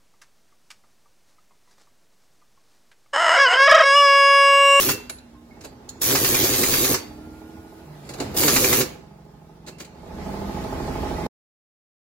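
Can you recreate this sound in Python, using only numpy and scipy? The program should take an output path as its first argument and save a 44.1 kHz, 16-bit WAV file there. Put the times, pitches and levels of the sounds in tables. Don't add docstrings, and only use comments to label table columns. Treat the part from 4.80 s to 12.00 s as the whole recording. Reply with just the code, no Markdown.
import sys
import numpy as np
from scipy import signal
from scipy.fft import rfft, irfft, next_fast_len
from scipy.io import wavfile
from scipy.ndimage import uniform_filter1d, map_coordinates

SR = 44100
rng = np.random.default_rng(int(sys.argv[2]) if len(sys.argv) > 2 else 0)


def output_pcm(signal):
    pcm = np.clip(np.atleast_2d(signal).T, -1, 1) * 32767
    wavfile.write(sys.argv[1], SR, np.round(pcm).astype(np.int16))


def gain_from_decibels(decibels):
    exponent = np.asarray(decibels, float) / 20
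    return 10 ** exponent


N = 317608
T = np.arange(N) / SR

# (pressed [s], released [s], exhaust [dB], first air re exhaust [dB], free vane rate [Hz])
BURSTS = [
    (-.01, 0.118, -23, 3.5, 137.4),
    (1.21, 2.135, -21, 0, 138.3),
    (3.56, 4.006, -20, 1, 143.9),
]
# (time [s], peak [dB], thud re peak [dB])
BLOWS = [(0.0273, -21.5, -18), (0.0902, -10, -13.5), (1.2334, -24, -28), (1.307, -15.5, -10),
         (1.353, -11, -11.5), (1.4465, -12, -15), (1.5442, -12, -11.5), (1.642, -14.5, -13.5),
         (1.737, -15.5, -17.5), (1.834, -11, -35.5), (1.938, -11, -24.5), (2.045, -12, -21),
         (2.1429, -11, -15), (3.6332, -12.5, -12.5), (3.6807, -7.5, -13), (3.7623, -8, -12),
         (3.8433, -11, -13.5), (3.9285, -10, -10.5), (4.0093, -11.5, -19)]
# (time [s], peak [dB])
CHATTER = [(1.2814, -23), (1.3259, -12), (1.6264, -14.5), (1.7879, -17.5), (1.9225, -10), (2.0164, -20.5),
           (2.0914, -19)]
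# (time [s], peak [dB], pitch [Hz])
WHEEL_NOTES = [(1.3544, -23.5, 1500), (1.4486, -20.5, 1852), (1.5464, -12.5, 2405), (1.6411, -24.5, 2670),
               (1.7373, -27, 2644), (1.8352, -14, 2073), (1.9383, -17.5, 1711), (2.0429, -15, 2480),
               (2.1435, -28.5, 1996), (3.6302, -17.5, 1849), (3.682, -21, 1550), (3.7633, -13.5, 2400),
               (3.8437, -12.5, 2366), (3.9275, -16, 2042), (4.0094, -28, 2254)]
# (frequency [Hz], density [dB per Hz])
EXHAUST_SPECTRUM = [(360, -2.5), (620, -5), (970, -7.5), (1540, -8), (1690, -6.5), (2340, -4.5), (2940, -8),
                    (4020, -3.5), (4930, -5.5), (6200, -2), (8940, -7.5), (9970, -3), (12000, 0),
                    (15800, -1.5)]
# (centre [Hz], width [Hz], gain [dB])
MUFFLER_PEAKS = [(60, 35, -8.5), (132, 63, -4.5), (270.2, 140, 1), (383, 90, 4.5), (519, 66, -0.5)]
# (centre [Hz], width [Hz], gain [dB])
RIM_PEAKS = [(1145, 50, -6), (2703, 20, -7), (4403, 45, -4), (4590, 35, 1), (4775, 22, -1),
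             (6800, 110, 1.5)]
# (frequency [Hz], density [dB per Hz])
CRACK_SPECTRUM = [(600, -25), (1000, -2.5), (2400, -1), (3200, -5.5), (4600, -0.5), (7000, -2),
                  (8500, -7.5), (16000, -15.5)]
# (frequency [Hz], level [dB], T60 [s])
WHEEL_MODES = [(1150, -4, .1), (2703, -7, .1), (4590, -1, .1), (4775, -5, .1), (6800, -6, .08)]

# (time [s], level [dB])
YARD_SWELL_DB = [(.35, 2.5), (.6, -1), (.76, 3.5), (.95, 2.5), (1.15, 5.5), (2.3, 7), (2.5, 5), (2.93, 5.5),
                 (3.14, 6), (3.32, 10), (3.46, 20), (3.55, 18), (4.2, 5), (4.3, 0.2), (4.63, 0.2), (5.07, 0.9),
                 (5.6, -1), (6.2, -1)]
# (time [s], level [dB])
HOSE_DB = [(.4, -4), (.6, 3), (.76, 3.5), (1.2, 2.5), (2.3, 10), (3.2, 10.5), (3.45, 19.5), (4.2, 1.5),
           (4.63, 1.5), (5.07, -1.5)]
# (centre [Hz], width [Hz], gain [dB])
PUMP_PEAKS = [(340, 50, 3), (432, 80, 1), (637.4, 70, 1), (718, 43, -0.5), (838.7, 55, 3), (953, 50, -4.5),
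              (1039, 48, -3.5), (1264, 38, -5)]
# (centre [Hz], width [Hz], gain [dB])
LOW_THROB_PEAKS = [(52.6, 17, -2.5), (75.1, 7.4, 10), (140, 23, -5), (202, 10, -7), (250, 15, -13),
                   (416, 36, 2)]
# (frequency [Hz], density [dB per Hz])
RUMBLE_SPECTRUM = [(45, -28), (62, -1), (107, -4), (180, -2.5), (260, -3), (450, -11), (640, -13),
                   (900, -17.5), (1500, -28.5), (2200, -47)]
# (frequency [Hz], density [dB per Hz])
SHAKE_SPECTRUM = [(15, -43), (30, -15), (42, -4), (54, -1), (70, -6.5), (90, -31)]
# (frequency [Hz], density [dB per Hz])
WASH_SPECTRUM = [(700, -26.5), (1000, -16.5), (1280, -7.5), (1900, -9), (2930, -14.5), (5230, -16.5),
                 (7500, -23), (9500, -32)]
# (frequency [Hz], density [dB per Hz])
LEAK_SPECTRUM = [(6500, -9.5), (7500, -5.5), (8950, -11), (10600, -4.5), (13300, -8.5), (15000, -11),
                 (15900, -14)]

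# (start [s], end [s], start pitch [Hz], end pitch [Hz], level [dB])
DRONES = [(0.124, 0.79, 247.8, 233, -52.5), (0.395, 1.105, 68, 64.6, -59), (0.547, .64, 298, 314, -52.5),
          (0.854, 1.201, 262, 250, -52), (3.081, 3.502, 152.8, 129, -44.5),
          (5.329, 5.88, 195.8, 202.2, -58), (6.366, 6.378, 1970, 1980, -67), (6.401, 6.43, 2030, 2090, -71),
          (6.438, 6.462, 2110, 2160, -65.5)]
# (time [s], firing rate [Hz], level [dB])
PULL = [
    (2.15, 37.05, -57),
    (2.364, 38.37, -47.5),
    (2.798, 40.3, -50),
    (3.03, 40.4, -58),
    (3.1, 42, -65),
]
# (multiple of firing rate, level [dB])
PULL_ORDERS = [(2, -5), (5, -9), (6, 0), (7, -5.5), (8, 5.5), (11, -5)]
# (time [s], firing rate [Hz], level [dB])
NEXT_GEAR = [(4.1, 22.5, -55), (4.16, 22.11, -53), (4.83, 23.3, -55.5), (4.97, 23.65, -52),
             (5.1, 24.2, -55), (5.21, 24.09, -60.5), (6.09, 25.9, -65), (6.33, 26.95, -64),
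             (6.47, 27.26, -68.5)]
# (multiple of firing rate, level [dB])
NEXT_GEAR_ORDERS = [(3, -9), (5, -6.5), (6, -2.5), (7, 1.5), (8, 0), (9, 0), (10, 2.5), (13, -9.5)]
# (frequency [Hz], gain [dB])
PIPE_GAIN = [(60, 2), (110, -5), (136, 2), (152, -3), (161, 6.5), (180, -8), (202, 3), (228, -11),
             (245, -1), (330, 0)]

# (time [s], peak [dB], knock re peak [dB], T60 [s])
CLINKS = [(0.298, -23, -3.5, 0.05), (0.388, -44.5, -21, 0.032), (0.8105, -44.5, -1.5, 0.15),
          (0.84, -43, 12, 0.055), (0.848, -37.5, 4, 0.1), (1.092, -28.5, -41, 0.048),
          (1.1, -50, -36.5, 0.097), (3.2274, -60, 7.5, 0.083), (3.25, -50.5, 3, .1),
          (3.27, -51, 4.5, 0.097), (3.2923, -35, 3.5, 0.14), (3.339, -33, 5, 0.075),
          (3.3865, -39.5, 14.5, 0.059), (3.403, -25, 9.5, 0.098), (3.4255, -43, 5.5, 0.097),
          (3.5455, -37, 15, 0.13), (4.4487, -64, 21.5, 0.076), (4.866, -43, 7, 0.12),
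          (4.875, -42.5, 7, 0.12), (4.885, -41, -11.5, 0.081), (4.986, -44, 7, 0.12),
          (5.003, -34, -0.5, 0.12), (5.0489, -43.5, -8, 0.08), (5.273, -63.5, 22, 0.053),
          (5.8413, -58.5, 18, 0.041)]
# (frequency [Hz], level [dB], T60 [s])
LOOSE_MODES = [(10400, -17, 0.29), (10500, -13, 0.38), (7300, -11.5, 0.029), (11550, -21.5, 0.073)]
# (frequency [Hz], level [dB], T60 [s])
SEATED_MODES = [(3970, -6, .035), (4600, -5.5, .045), (6960, -1.5, 0.035), (8500, -16, .06),
                (11300, -15.5, 0.037)]
# (time [s], frequency [Hz], level [dB], T60 [s])
RINGS = [(0.91, 140, -45.5, .2), (1.2, 330, -47.5, .1), (0.71, 2200, -53, .3), (.55, 1060, -57, 0.33),
         (.386, 4000, -45.5, 0.042), (0.3, 7070, -32.5, .04), (.2, 910, -45, 0.059), (.811, 5700, -48, .06),
         (.849, 11400, -42, 0.067), (.851, 8050, -49.5, 0.13), (.862, 4590, -54.5, 0.3),
         (1.092, 4280, -37, 0.043), (1.092, 4600, -45, 0.036), (1.093, 6820, -31.5, 0.052),
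         (4.882, 7300, -48, .09), (4.884, 10200, -50.5, 0.067), (4.879, 2710, -46.5, 0.23),
         (4.886, 3900, -56, 0.086), (4.998, 15000, -50, .18), (5.004, 6200, -45.5, .06),
         (5.004, 4600, -51.5, .08)]
# (time [s], level [dB])
WHISTLE = [
    (3.532, -76),
    (3.545, -43),
    (3.562, -33),
    (3.575, -68.5),
]

# (frequency [Hz], T60 [s])
ECHO_T60 = [(200, 0.67), (2000, 0.46), (10000, 0.3)]
# (frequency [Hz], level [dB])
ECHO_DB = [(150, -22.5), (500, -12), (3000, -9.5), (8000, -12.5), (13000, -14)]
# (frequency [Hz], correlation [-])
NEAR_LIKENESS = [(40, 0.66), (70, 1), (130, 1), (290, 1), (640, 0.45), (1410, 0.44), (3100, 0.5),
                 (6820, 0.16), (10000, .35), (15000, 0.67)]
# (frequency [Hz], correlation [-])
FAR_LIKENESS = [(60, 0.83), (130, 1), (290, 0.94), (640, 0.42), (1410, 0.19), (3100, 0.13), (6820, .15),
                (15000, 0.14)]
# (frequency [Hz], difference [dB])
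NEAR_TILT = [(60, -0.5), (200, 0.5), (380, -4), (700, -4.5), (1290, 0), (2380, -2), (4400, -2),
             (8120, -2.5), (15000, 1)]
# (frequency [Hz], difference [dB])
FAR_TILT = [(60, -2), (110, -1), (200, -2.5), (380, -2.5), (700, -4), (1290, -3), (2380, -0.5), (4400, -3),
            (8120, 0.5), (15000, 5.5)]
# (frequency [Hz], phase [rad])
NEAR_LEAD = [(100, .04), (400, 0.16), (1200, 0.39), (2100, 1.4), (5000, 1.6), (8400, 3), (16000, 4.6)]
# (frequency [Hz], phase [rad])
FAR_LEAD = [(100, .05), (400, 0.091), (1200, .5), (4200, 2.4), (16000, 2.8)]
# (frequency [Hz], share lost [-])
LOST_SHARE = [(1800, .03), (2900, .1), (3600, .06), (5000, .04), (6500, .015), (9000, .05), (10500, .01),
              (16000, .01)]
# (time [s], gain [dB])
SILENCE_DB = [(0, 0), (6.467, -0.5), (6.472, -28), (6.486, -41), (6.495, -160), (7.3, -160)]

VALVE_S, SETTLE_S, SPIN_UP_S, RUN_ON_S = 0.00803, 0.08, 0.074, 0.015
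MOTOR_DB, SHUT_DB, STILL_DB = -5, -52, -18.5
EXHAUST_FALL_DB_PER_S, MOTOR_FALL_DB_PER_S = 500, 290
START_HZ, COAST_HZ, STALL_DB = 71.9, 101.14, 11
FASTER_DB_PER_HZ = 0.15
THIN_DB, THIN_HZ, FILLS_S = -3.5, 2600, 0.06
CHATTER_DB, CHATTER_T60_S = -9.5, 0.05
NOTE_DB, NOTE_T60_S = -7, 0.05
RUMBLE_DB, WASH_DB, LEAK_DB, RUMBLE_GROWS = -53.5, -66.5, -75.5, 1
SHAKE_DB, SHAKE_GROWS = -60.5, 0.3
PUMP_DB, UNLOADED_DB, LOADS_S, PUMP_GROWS = -56.5, -7, 0.65, 0.49
PUMP_HZ, STROKE_S = 13.0, 5.844
GEAR_TEETH, GEAR_DB, GEAR_S, GEAR_FALL_DB_PER_S = 35.8, -61, (2.38, 3.04), 13
CLACK_DB, CLACK_PER_KNOCK, KNOCK_KNEE_DB = -5, 1.6, -12
SIZZLE_DB = -14.5
SPIT_S, SPIT_DB, SPIT_T60_S = 0.01, -47, 0.045
TOP_HZ = 15850
GAIN_S, GAIN_RAMP_S, GAIN_STEP_DB, GAIN_CREEP_DB_PER_S = 5.076, 0.39, 18, 6.4
BAND_SHARE, HELD_FRAMES, LOST_DB, UNEVEN_DB = 0.045, 5, -32, 1.5


def unit(x):
    return x / np.sqrt(np.mean(x ** 2) + 1e-20)


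def along(points, hz):
    f, v = np.transpose(points)
    return np.interp(np.log(hz + 1), np.log(f + 1), v)


def curves(rows):
    s, *cols = np.transpose(rows)
    return [np.interp(T, s, c) for c in cols]


def during(rows, edge):
    start, end = rows[0][0], rows[-1][0]
    return np.interp(T, [start - edge, start, end, end + edge], [0, 1, 1, 0])


def wobble(rate):
    return map_coordinates(rng.standard_normal(int(7.3 * rate) + 9), [T * rate])


def filtered(x, response):
    m = next_fast_len(N + SR // 2)
    return irfft(rfft(x, m) * response(np.fft.rfftfreq(m, 1 / SR)), m)[..., :N]


def resonant(x, peaks):
    def response(f):
        total = 0
        for k, (centre, width, db) in enumerate(peaks):
            damping = 1j * f * width
            total = total + (-1) ** k * gain_from_decibels(db) * damping / (centre * centre - f * f + damping)
        return total
    return filtered(x, response)


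def rush(spectrum, alike, patchy_db=0):
    z = signal.stft(rng.standard_normal((2, N)), nperseg=512)[2]
    field = uniform_filter1d(rng.standard_normal(z.shape[1:]), size=6, axis=0)
    field = uniform_filter1d(field, size=10, axis=1)
    pair = signal.istft(z * gain_from_decibels(patchy_db * unit(field)), nperseg=512)[1][:, :N]

    def response(hz):
        turn = np.arccos(np.clip(along(alike, hz), -1, 1)) / 2
        colour = gain_from_decibels(along(spectrum, hz)) * (hz < spectrum[-1][0])
        return colour * [np.cos(turn), np.sin(turn)]
    mid, side = filtered(pair, response)
    return unit(np.array([mid + side, mid - side]))


def decays(times, db, t60, rise):
    out, u = np.zeros(N + SR), np.arange(SR // 2) / SR
    for s, level, length in zip(times, db, t60):
        out[round(s * SR):][:len(u)] += gain_from_decibels(level - 60 * u / length) * (1 - np.exp(-u / rise))
    return out[:N]


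def ringing(s, db, modes, scatter=1, beating=0.68):
    u, out = np.arange(SR // 2) / SR, np.zeros(N + SR)
    strike = np.zeros(len(u))
    for hz, level, t60 in modes:
        twin_hz = hz * (1 + rng.normal(0, 0.0086))
        twin = np.sin(2 * np.pi * (twin_hz * u + rng.random()))
        decay = gain_from_decibels(db + level + scatter * rng.normal(0, 2.4) - 60 * u / t60)
        strike += decay * (np.sin(2 * np.pi * hz * u) + beating * twin)
    out[round(s * SR):][:len(u)] = strike
    return out[:N]


def pulses(turns, size):
    return np.diff(np.floor(turns), prepend=np.floor(turns[0])) * size


def trigger():
    exhaust, motor = np.full(N, -90.), np.full(N, -90.)
    rate, on = np.zeros(N), np.zeros(N)
    for press, off, exhaust_db, first_db, free_hz in BURSTS:
        live = during([(press - VALVE_S,), (off + 0.2,)], edge=0.011)
        air = np.interp(T - press, [-VALVE_S, VALVE_S, SETTLE_S], [SHUT_DB, first_db, 0])
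        air = air - EXHAUST_FALL_DB_PER_S * np.clip(T - off, 0, None)
        spin = np.interp(T - press, [0, SPIN_UP_S], [STILL_DB, 0])
        spin = spin - MOTOR_FALL_DB_PER_S * np.clip(T - off - RUN_ON_S, 0, None)
        speed = np.interp(T, [press, press + SETTLE_S, off, off + 0.11], [START_HZ, free_hz, free_hz, COAST_HZ])
        full_db = exhaust_db + MOTOR_DB + FASTER_DB_PER_HZ * (free_hz - 138)
        exhaust = np.where(live > 0, exhaust_db + air, exhaust)
        motor = np.where(live > 0, full_db + spin, motor)
        rate = np.where(live > 0, speed, rate)
        on = on + live
    return exhaust, motor, rate, on


def stall():
    s = np.transpose(BLOWS)[0]
    gap = np.diff(s, append=9)
    dip_db = STALL_DB * np.clip((gap - 0.06) / 0.04, 0, 1) * np.where(gap < 0.2, 1, 0.5)
    since = T - s[:, None]
    dip = np.interp(since, [0, 0.03, 0.04, 0.052], [0, 1, 1, 0]).T @ dip_db
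    slowed = np.interp(since, [0.012, 0.04, 0.11], [0, 1, 0]).T @ dip_db
    return dip, slowed


def vane_motor(turns, motor_db, dip, on):
    puffs = resonant(pulses(turns, gain_from_decibels(2 * wobble(150))), [(328, 280, 0)])
    vanes = unit(on * resonant(puffs, MUFFLER_PEAKS))
    air = rush([(30, 0.0012), (900, 0.0066)], NEAR_LIKENESS, patchy_db=-3.5)
    breath = unit(on * resonant(air, MUFFLER_PEAKS))
    throb = 0.55 * gain_from_decibels(1.5 * wobble(25)) * np.sin(2 * np.pi * turns)
    return gain_from_decibels(motor_db - 2.5 - dip) * (0.58 * vanes + 0.42 * breath + throb)


def exhaust_roar(turns, exhaust_db, dip):
    gate = 1 + 0.28 * np.cos(2 * np.pi * turns)
    level = gain_from_decibels(exhaust_db + 0.5 - 0.11 * dip + 0.39 * wobble(30) + 0.3 * wobble(9.2))
    roar = level * gate * rush(EXHAUST_SPECTRUM, NEAR_LIKENESS, patchy_db=1.5)
    thin = np.zeros(N)
    for press, *_ in BURSTS[1:]:
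        thin += np.interp(T - press, [-0.02, -0.01, FILLS_S / 2, FILLS_S], [0, 1, 1, 0])
    lows = filtered(roar, lambda hz: 1 / (1 + (hz / THIN_HZ) ** 6))
    return roar - (1 - gain_from_decibels(THIN_DB * thin)) * lows


def hammer():
    s, db, thud_db = np.transpose(BLOWS)
    crack = decays(s - 0.002, db - 6.5, 0 * s + 0.14, rise=0.0014)
    crack = crack * rush(CRACK_SPECTRUM, NEAR_LIKENESS, patchy_db=-0.5)
    edge = decays(s + 0.0033, db - 10.5, 0 * s + 0.04, rise=0.001)
    edge = edge * rush(CRACK_SPECTRUM, NEAR_LIKENESS, patchy_db=1.5)
    rattle_s, rattle_db = np.transpose(CHATTER)
    chatter = decays(rattle_s - 0.002, rattle_db + CHATTER_DB, 0 * rattle_s + CHATTER_T60_S, rise=0.001)
    chatter = chatter * rush(CRACK_SPECTRUM, NEAR_LIKENESS)
    thud = decays(s - 0.002, db + thud_db - 1.0, 0 * s + 0.09, rise=0.0013)
    thud = thud * rush([(500, -13.5), (750, 4.0), (1400, -2.5), (2400, -16), (3200, -28.5)], NEAR_LIKENESS)
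    return crack + edge + chatter + thud


def wheel():
    s, db, _ = np.transpose(BLOWS)
    out = sum(ringing(t, level - 29.0, WHEEL_MODES) for t, level in zip(s, db))
    out = out + ringing(0, db[1] - 30, [(2700, 0, 0.3)], scatter=0)
    out = out + ringing(s[1], db[1] - 22, [(2703, 0, 0.55), (4620, -10, 0.6)], scatter=0, beating=0.05)
    out = out + ringing(s[12], db[12] - 30, [(4590, 0, 0.6)], scatter=0, beating=0.1)
    for t, level, hz in WHEEL_NOTES:
        out = out + ringing(t, level + NOTE_DB, [(hz, 0, NOTE_T60_S)], scatter=0)
    return out * gain_from_decibels([[1.5], [-1.5]])


def wrench():
    exhaust_db, motor_db, free_hz, on = trigger()
    dip, slowed = stall()
    vane_hz = free_hz * np.clip(1 - 0.04 * slowed, 0.4, 1) * (1 + 0.025 * wobble(60))
    turns = np.cumsum(vane_hz) / SR
    motor = vane_motor(turns, motor_db, dip, on)
    roar = exhaust_roar(turns, exhaust_db, dip)
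    rim = gain_from_decibels(exhaust_db - 13) * unit(resonant(rush([(900, 0), (8000, 0)], NEAR_LIKENESS), RIM_PEAKS))
    return on * (motor + roar + rim) + hammer() + wheel()


def compressor(swell_db, turns):
    pump_db = PUMP_DB + PUMP_GROWS * swell_db + np.interp(T - LOADS_S, [0, 0.1], [UNLOADED_DB, 0])
    strokes = pulses(turns, gain_from_decibels(1.2 * wobble(40)))
    strokes = strokes + 0.51 * pulses(turns - 0.36, gain_from_decibels(0.92 * wobble(40)))
    strokes = strokes + 0.16 * pulses(turns - 0.68, gain_from_decibels(2.7 * wobble(40)))
    knocks = unit(resonant(resonant(strokes, PUMP_PEAKS), PUMP_PEAKS))
    low_throb = resonant(pulses(2 * turns + 0.6, gain_from_decibels(2.0 * wobble(30))), [(220, 380, 0)])
    churn = unit(resonant(rush([(80, 0.0055), (1500, 0.00058)], FAR_LIKENESS), PUMP_PEAKS))
    pump = gain_from_decibels(pump_db + 3.5) * (0.6 * knocks + 0.5 * churn)
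    pump = pump + gain_from_decibels(pump_db - 3.5) * unit(resonant(low_throb, LOW_THROB_PEAKS))
    return pump + gain_from_decibels(-11) * truck_echo(pump)


def air_leaks(turns):
    leak_db = LEAK_DB + curves(HOSE_DB)[0]
    valve = gain_from_decibels(4.5 * np.tanh(2.2 * np.cos(2 * np.pi * (turns + 0.12))) + 1.5 * wobble(12))
    hiss = rush([(12000, -33.5), (13800, -7.5), (14800, 2.5), (15800, -8.5)], FAR_LIKENESS, patchy_db=1.0)
    spit = gain_from_decibels(leak_db - 9.0) * valve * hiss
    return spit + gain_from_decibels(leak_db + 3.5) * rush(LEAK_SPECTRUM, FAR_LIKENESS, patchy_db=1.1)


def road(swell_db):
    rumble_db = RUMBLE_DB + RUMBLE_GROWS * swell_db
    rumble = gain_from_decibels(rumble_db + 0.5 + 0.6 * wobble(10)) * rush(RUMBLE_SPECTRUM, FAR_LIKENESS, patchy_db=1.1)
    shake_db = SHAKE_DB + SHAKE_GROWS * swell_db
    shake = gain_from_decibels(shake_db + 1.8 * wobble(4.7)) * rush(SHAKE_SPECTRUM, FAR_LIKENESS)
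    wash_db = WASH_DB + swell_db
    wash = gain_from_decibels(wash_db + 3.5 + 0.7 * wobble(12)) * rush(WASH_SPECTRUM, FAR_LIKENESS, patchy_db=1.1)
    return rumble + shake + wash


def yard():
    swell_db, = curves(YARD_SWELL_DB)
    turns = (T - STROKE_S) * PUMP_HZ
    return compressor(swell_db, turns) + air_leaks(turns) + road(swell_db)


def drones():
    out = np.zeros(N)
    for start, end, from_hz, to_hz, db in DRONES:
        hz = np.interp(T, [start, end], [from_hz, to_hz]) * (1 + 0.008 * wobble(10.0))
        fade = during([(start,), (end,)], edge=min(0.04, 0.5 * (end - start)))
        out += fade * gain_from_decibels(db + 2.5 + 1.3 * wobble(19)) * np.sin(2 * np.pi * np.cumsum(hz) / SR)
    return out


def engine(rows, orders, pipe):
    hz, db = curves(rows)
    phase = 2 * np.pi * np.cumsum(hz) / SR
    out = np.zeros(N)
    for k, level in orders:
        gain = gain_from_decibels(db + 0.5 + level + along(pipe, k * hz) + 0.76 * wobble(17.0))
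        out += gain * np.sin(k * phase + 2 * np.pi * rng.random())
    return during(rows, edge=0.038) * out, phase


def lorry():
    pulling, phase = engine(PULL, PULL_ORDERS, [(1, 0.0064)])
    whine_db = GEAR_DB + 6 - GEAR_FALL_DB_PER_S * (T - GEAR_S[0]) + 2.5 * wobble(22)
    whine = during(np.c_[GEAR_S].T, edge=0.09) * gain_from_decibels(whine_db) * np.sin(GEAR_TEETH * phase + 0.7 * wobble(30))
    return pulling + whine + engine(NEXT_GEAR, NEXT_GEAR_ORDERS, PIPE_GAIN)[0]


def valve_spit():
    times = [press - SPIT_S - 0.003 for press, *_ in BURSTS[1:]]
    spits = decays(times, [SPIT_DB + 2.0] * 2, [SPIT_T60_S] * 2, rise=0.0023)
    spit = spits * rush([(1500, -20.5), (2500, -8.5), (7500, -6.5), (9000, -7.5), (11000, 2), (13000, -12.5),
                         (15900, -12.5)], NEAR_LIKENESS)
    whistle = gain_from_decibels(curves(WHISTLE)[0]) * during(WHISTLE, edge=0.002)
    return spit + whistle * rush([(6000, -19.5), (10000, -7), (13000, -2), (15900, 0)], NEAR_LIKENESS)


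def socket_rings():
    s, db, _, _ = np.transpose(CLINKS)
    rings = ringing(s[0], db[0] - 0.5, LOOSE_MODES, scatter=0, beating=0.1)
    for t, hz, level, t60 in RINGS:
        rings = rings + ringing(t, level, [(hz, 0, t60)], scatter=0)
    rings = rings + sum(ringing(t, level - 18, SEATED_MODES) for t, level in zip(s, db))
    return rings * gain_from_decibels([[-1.5], [1.5]])


def socket():
    s, db, knock_db, t60 = np.transpose(CLINKS)
    clack_db = CLACK_DB + CLACK_PER_KNOCK * np.minimum(knock_db - KNOCK_KNEE_DB, 0)
    clink = decays(s - 0.003, db - 1.0, t60, rise=0.0026)
    clink = clink * rush([(3000, -18.0), (3800, -1.5), (4400, 1.0), (5600, -8.0), (7000, -0.5), (8000, -5.5),
                          (9000, -10.5)], NEAR_LIKENESS)
    clack = decays(s - 0.003, db + clack_db + 1.0, t60, rise=0.003)
    clack = clack * rush([(900, -15), (1400, 0), (2700, -1), (3600, -10)], NEAR_LIKENESS)
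    knock = decays(s, db + knock_db - 6.5, 1.5 * t60, rise=0.0033)
    knock = knock * rush([(150, -23.5), (300, 7.5), (500, 2.0), (1000, -4.5), (1500, -23.0)], NEAR_LIKENESS)
    sizzle = decays(s - 0.003, db + SIZZLE_DB + 5.5, t60, rise=0.003)
    sizzle = sizzle * rush([(8000, -30), (10000, -0.5), (11500, 0.5), (13000, -9.5), (15000, -5.5),
                            (15900, -8.0)], NEAR_LIKENESS)
    return clink + clack + knock + sizzle + socket_rings()


def truck_echo(x):
    hz, t, z = signal.stft(rng.standard_normal((2, SR // 2)), SR, nperseg=256)
    tail = signal.istft(z * gain_from_decibels(-60 * t / along(ECHO_T60, hz)[:, None]), SR, nperseg=256)[1]
    return signal.fftconvolve(x, tail / np.linalg.norm(tail[0]), axes=1)[:, :N]


def tilted(x, tilt, lead):
    side = np.array([[0.5], [-0.5]])
    return filtered(x, lambda hz: gain_from_decibels(along(tilt, hz) * side) * np.exp(1j * along(lead, hz) * side))


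def starved(x):
    hz, t, z = signal.stft(x, SR, nperseg=1024)
    band = np.floor(np.log(hz + 1) / BAND_SHARE).astype(int)
    count = band[-1] + 1
    offset = rng.integers(0, HELD_FRAMES, count)
    block = (np.arange(len(t)) + offset[band, None]) // HELD_FRAMES
    luck, error = rng.random((count, len(t))), rng.standard_normal((count, len(t)))
    share = along(LOST_SHARE, np.exp(np.arange(count) * BAND_SHARE))
    db = LOST_DB * (luck < share[:, None]) + UNEVEN_DB * error
    gain = gain_from_decibels(db[band[:, None], block] * (hz > 1800)[:, None])
    return signal.istft(z * gain, SR, nperseg=1024)[1][:, :N]


def scene():
    tool = wrench() + socket() + valve_spit()
    echo = filtered(truck_echo(tool), lambda hz: gain_from_decibels(along(ECHO_DB, hz)))
    near = tilted(tool + echo, NEAR_TILT, NEAR_LEAD)
    far = tilted(yard() + drones() + lorry(), FAR_TILT, FAR_LEAD)
    return near + far


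def roll_off(x):
    return signal.sosfilt(signal.butter(12, 16990, fs=SR, output="sos"), x)


def record(dry):
    gain_db = GAIN_STEP_DB * np.clip((T - GAIN_S) / GAIN_RAMP_S, 0, 1)
    gain_db = gain_db + GAIN_CREEP_DB_PER_S * np.clip(T - GAIN_S - GAIN_RAMP_S, 0, 0.7)
    phone = starved(filtered(dry, lambda hz: hz < TOP_HZ) * gain_from_decibels(gain_db))
    return roll_off(phone * gain_from_decibels(curves(SILENCE_DB)[0]))


dry = scene()
out = record(dry)
output_pcm(out)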